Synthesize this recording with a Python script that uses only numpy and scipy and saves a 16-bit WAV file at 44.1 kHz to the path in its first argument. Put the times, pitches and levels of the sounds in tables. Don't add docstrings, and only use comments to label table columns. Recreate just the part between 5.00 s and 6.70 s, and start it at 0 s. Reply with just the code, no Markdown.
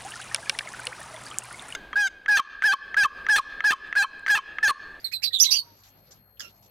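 import sys
import numpy as np
from scipy import signal
from scipy.io import wavfile
from scipy.ndimage import uniform_filter1d, minimum_filter1d

SR = 44100
rng = np.random.default_rng(int(sys.argv[2]) if len(sys.argv) > 2 else 0)


def volts_from_decibels(level):
    exponent = np.asarray(level, float) / 20
    return 10 ** exponent


def persist_wave(psi):
    counts = np.round(np.clip(psi, -1, 1) * 32767).astype(np.int16)
    wavfile.write(sys.argv[1], SR, np.atleast_2d(counts).T)


N = 74970


def rms_one(x):
    return x / np.sqrt(np.mean(x ** 2) + 1e-20)


def at_hz(points, hz):
    table_hz, value = np.array(points).T
    return np.interp(np.log(hz), np.log(table_hz), value)


def drift(rate_hz, order=2):
    run_in = 9000
    lowpass = signal.butter(order, rate_hz, fs=SR, output="sos")
    return rms_one(signal.sosfilt(lowpass, rng.standard_normal(N + run_in))[run_in:])


def gate(t, length, attack, release):
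    return np.clip(t / attack, 0, 1) * np.exp(-np.maximum(t - length, 0) / release)


# frequency in Hz, left-right likeness (1 is mono).
LIKENESS = [(30, 0.6), (125, 0.95), (300, .6), (600, 0.5), (1500, 0.036), (15000, 0.036)]


def banded_noise(spectrum, patchy_db):
    out, white = 0, rng.standard_normal((2, 2, N))
    edges = 28 * 2 ** np.arange(0, 9.6, .5)
    for k, (low, high) in enumerate(zip(edges, edges[1:])):
        band = signal.butter(2, [low, high], "band", fs=SR, output="sos")
        mid, side = signal.sosfilt(band, white[k % 2])
        hz = np.sqrt(low * high)
        alike = np.clip(at_hz(LIKENESS, hz), -1, 1)
        gain = volts_from_decibels(at_hz(spectrum, hz) + patchy_db * drift(7.8))
        out = out + gain * (np.sqrt(1 + alike) * mid + np.sqrt(1 - alike) * side * [[1], [-1]])
    return rms_one(out)


# frequency in Hz, level in dB per Hz.
AIR_COLOUR = [(30, -13), (50, 1), (200, -9.5), (700, -9.5), (1500, -15), (3000, -25.5), (7000, -41),
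              (15500, -31.5)]


def outdoor_air():
    return volts_from_decibels(-63.5) * banded_noise(AIR_COLOUR, patchy_db=4.5)


# frequency in Hz, level in dB.
HUM = [(50, -69), (100, -64.5), (200, -73)]


def mains_hum():
    t = np.arange(N) / SR
    return sum(volts_from_decibels(db + 0.83 * drift(6)) * np.sin(2 * np.pi * hz * t + 0.404 * drift(6)) for hz, db in HUM)


def cricket():
    t = np.arange(N) / SR
    pitch_hz, sag_hz_per_s, strokes_per_s = 4313, 8.5, 59.5
    phase = 2 * np.pi * np.cumsum(pitch_hz - sag_hz_per_s * t + 1.4 * drift(22)) / SR
    stroke = np.exp(-2j * np.pi * strokes_per_s * t)
    throb = 1 + .5 * stroke - .2 * stroke ** 2
    wing = throb * (volts_from_decibels(-69.5) * np.exp(1j * phase) + volts_from_decibels(-69) * np.exp(3j * phase))
    return np.array([wing.real, 0.3 * wing.imag])


# start in seconds, length in seconds, level in dB.
SWELLS = [
    (.0, 0.053, -63),
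    (0.374, 0.41, -65.5),
    (0.877, 0.33, -63),
    (1.385, 0.3, -65),
]
# frequency in Hz, level in dB per Hz.
SWELL_COLOUR = [(60, -18.5), (150, 3.5), (300, -12), (600, -4), (1100, -23.5), (2000, -35.5),
                (15000, -64.5)]


def traffic_swells():
    t = np.arange(N) / SR
    level = sum(volts_from_decibels(db) * gate(t - start, length, 0.052, 0.02) for start, length, db in SWELLS)
    return level * banded_noise(SWELL_COLOUR, patchy_db=4.0)


# start in seconds,
# length in seconds, level in dB, brightest Hz.
RUSTLES = [(0.832, 0.048, -56.5, 3450), (0.96, 0.05, -73, 4956), (1.025, 0.06, -73, 5250),
           (1.107, 0.022, -57, 5860), (1.139, 0.027, -68.5, 5500), (1.368, 0.005, -62, 3410),
           (1.399, 0.017, -47, 5530), (1.43, 0.073, -56.5, 2780), (1.542, 0.058, -74, 4600),
           (1.621, 0.041, -63, 3460), (.0, 0.084, -54.5, 1800), (.62, 0.19, -69, 4565),
           (.88, .025, -68.5, 8670), (0.771, 0.436, -72, 2500), (1.5, 0.31, -72, 2600)]
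# frequency in Hz, level in dB per Hz.
RUSTLE_COLOUR = [(500, -12), (1500, -7), (2500, -5), (6200, -5), (7500, -15), (10000, -20), (15500, -20)]


def rustles():
    t, out = np.arange(N) / SR, 0
    noise = volts_from_decibels(1.7 * drift(440)) * banded_noise(RUSTLE_COLOUR, patchy_db=4.5)
    for start, length, db, bright_hz in RUSTLES:
        bright = signal.lfilter(*signal.iirpeak(bright_hz, 2, fs=SR), noise)
        out = out + volts_from_decibels(db) * gate(t - start, length, 0.0048, 0.011) * (0.51 * noise + bright)
    return out


def voice(calls, overtones_db, glide, wobble, flutter_db, rough_hz, breath_db, left_db,
          fade_db=-5.0, attack=.002, throat=((1, 0), (2, 0))):
    t, out = np.arange(N) / SR, np.zeros(N)
    for start, length, first_hz, last_hz, db in calls:
        part = np.clip((t - start) / length, 0, 1)
        path_hz = last_hz + (first_hz - last_hz) * (1 - part) ** glide
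        phase = 2 * np.pi * np.cumsum(path_hz * (1 + wobble * drift(rough_hz, order=4))) / SR
        tone = 0
        for k, overtone_db in enumerate(overtones_db, 1):
            tone = tone + volts_from_decibels(overtone_db + at_hz(throat, k * path_hz)) * np.cos(k * phase)
        air = volts_from_decibels(breath_db) * (1 + np.cos(phase)) * np.diff(rng.standard_normal(N + 1))
        level = volts_from_decibels(db + fade_db * part + flutter_db * drift(rough_hz, order=4))
        out += level * gate(t - start, length, attack, .004) * (tone + air)
    return out * volts_from_decibels(np.array([[left_db], [0]]))


# start in seconds, length in seconds, first pitch in Hz, last pitch in Hz, level in dB.
COO = [
    (.46, 0.29, 1021, 891, -56),
]


def far_coo():
    return voice(COO, [0, -30], .7, 0.0046, 4.8, 44, -72.5, 7.0, fade_db=-16.0, attack=0.035)


# start in seconds, length in seconds, first pitch in Hz, last pitch in Hz, level in dB.
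SQUAWK = [
    (1.395, .016, 1724, 1681, -44.5),
    (1.404, .078, 1720, 1384, -49),
]
# frequency in Hz, gain in dB.
THROAT = [(1300, 2), (2800, 10), (4100, -2.5), (5400, 8), (7000, -7.5), (8500, -18), (12000, -21),
          (16000, -24.5)]


def far_squawk():
    onset_db = [-6.5, -9, 3.5, 9, 0, -11, 5.5, 2.5, 5.5]
    onset = voice(SQUAWK[:1], onset_db, 3.8, .02, 4.0, 450, -29.5, -12, throat=THROAT)
    fall = voice(SQUAWK[1:], [0] * 11, 7.1, 0.018, 4.95, 280, -17.5, -14.5, fade_db=-12.0, throat=THROAT)
    return onset + fall


# start in seconds, length in seconds, first pitch in Hz, last pitch in Hz, level in dB.
HOOT = [
    (.469, .011, 2150, 2110, -34),
]


def hoot():
    return voice(HOOT, [0, -40], 1.3, 0.0074, 0.58, 180, -65.5, -16)


# start in seconds, length in seconds, first pitch in Hz, last pitch in Hz, level in dB.
CHATTERS = [
    (.112, .022, 1500, 2551, -33.5),
    (.218, 0.025, 1890, 2539, -29.5),
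    (.431, .024, 2490, 3200, -27),
    (.505, .07, 2290, 3093, -31),
]
CHATTER_DB = [0, -3.5, -11, -28, -21, -37]


def chatters():
    return voice(CHATTERS, CHATTER_DB, 3.0, 0.089, 1.61, 600, -32.5, -18.5, fade_db=1.5, attack=0.016)


# start in seconds, length in seconds, first pitch in Hz, last pitch in Hz, level in dB.
BURRS = [
    (.322, .03, 3600, 3500, -26),
    (.329, .038, 4150, 3700, -19),
    (.36, .045, 3650, 3420, -27),
    (.255, .03, 4250, 3950, -24),
    (.443, .047, 4150, 3880, -22),
    (.546, .038, 4850, 4550, -18),
    (.527, .04, 2550, 3050, -27),
]
BURR_DB = [3.5, -22, -27.5, -46.5]


def burrs():
    return voice(BURRS, BURR_DB, 1.4, .022, 2.7, 450, -57, -18, attack=0.014)


# start in seconds, length in seconds, first pitch in Hz, last pitch in Hz, level in dB.
TWEETS = [
    (.043, .032, 4400, 4050, -26),
    (.134, .034, 4300, 3980, -25),
    (-.02, .022, 4750, 4700, -45),
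    (.307, .015, 1900, 1870, -50),
    (.488, .018, 3820, 3780, -25),
    (.585, .014, 4500, 4400, -19),
]
TWEET_DB = [5, -15.5, -22, -37]


def tweets():
    return voice(TWEETS, TWEET_DB, 1.6, 0.014, 2.1, 500, -52, -19.5)


# start in seconds, length in seconds, first pitch in Hz, last pitch in Hz, level in dB.
RASPS = [
    (.232, .03, 5200, 4300, -17),
    (.386, .022, 7300, 6700, -26),
    (.432, .04, 4700, 4200, -24),
    (.43, .018, 5900, 5200, -22),
]
RASP_DB = [4.5, -16.5, -18]


def rasps():
    return voice(RASPS, RASP_DB, 1.6, .07, 2.4, 900, -42.5, -21.5, fade_db=-8.0, attack=0.0082)


# start in seconds, length in seconds, first pitch in Hz, last pitch in Hz, level in dB.
SHRIEKS = [
    (.397, 0.037, 4360, 5950, -9),
    (.504, .018, 4410, 5875, -14),
    (.508, 0.029, 4530, 4820, -14),
    (.525, 0.021, 5785, 5820, -18.5),
]
SHRIEK_DB = [3.5, -17]


def shrieks():
    return voice(SHRIEKS, SHRIEK_DB, 4.636, .028, 4.6, 500, -26.5, -17.5, fade_db=-7.0, attack=0.011)


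def aviary(x):
    t = np.arange(SR // 2) / SR
    early_t60_s, wall_t60_s = 0.083, 1
    noise = rng.standard_normal((2, 2, len(t)))
    sparse = rng.random((2, len(t))) < 500 * (1 + t / .02) / SR
    early = sparse * noise[0] * volts_from_decibels(-60 * t / early_t60_s) * (t > .002)
    late = noise[1] * volts_from_decibels(-60 * t / wall_t60_s) * (t > .01)
    tail = 0
    for echo, db in ((early, -4.5), (late, -36.5)):
        tail = tail + volts_from_decibels(db) * echo / np.sqrt(np.sum(echo ** 2, axis=1, keepdims=True))
    tail = signal.sosfilt(signal.butter(1, 9550, fs=SR, output="sos"), tail)
    tail = tail * volts_from_decibels(np.array([[-5], [0]]))
    return signal.fftconvolve(x[1:], tail, axes=1)[:, :N]


def ports(x):
    lag_s = 0.000099
    late = np.interp(np.arange(N) - lag_s * SR, np.arange(N), x[0])
    treble = signal.sosfilt(signal.butter(2, 8450, "high", fs=SR, output="sos"), late)
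    return np.array([late + volts_from_decibels(3.5) * treble, x[1]])


def scene():
    near = hoot() + chatters() + burrs() + tweets() + rasps() + shrieks()
    calls = near + far_coo() + far_squawk()
    birds = ports(calls + aviary(calls))
    return outdoor_air() + mains_hum() + cricket() + traffic_swells() + rustles() + birds


def limiter(x):
    room = np.minimum(1, .93 / (np.abs(x).max(axis=0) + 1e-9))
    return x * uniform_filter1d(minimum_filter1d(room, size=89), size=45)


def roll_off(x):
    return signal.sosfilt(signal.butter(12, 15990, fs=SR, output="sos"), x)


def record(dry):
    peak_hz, peak_width_hz, low_cut_hz = 12600, 830, 51
    b, a = signal.iirpeak(peak_hz, peak_hz / peak_width_hz, fs=SR)
    x = dry + volts_from_decibels(10.5) * signal.lfilter(b, a, dry)
    x = signal.sosfilt(signal.butter(4, low_cut_hz, "high", fs=SR, output="sos"), x)
    mix = limiter(x)
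    return roll_off(mix)


dry = scene()
out = record(dry)
persist_wave(out)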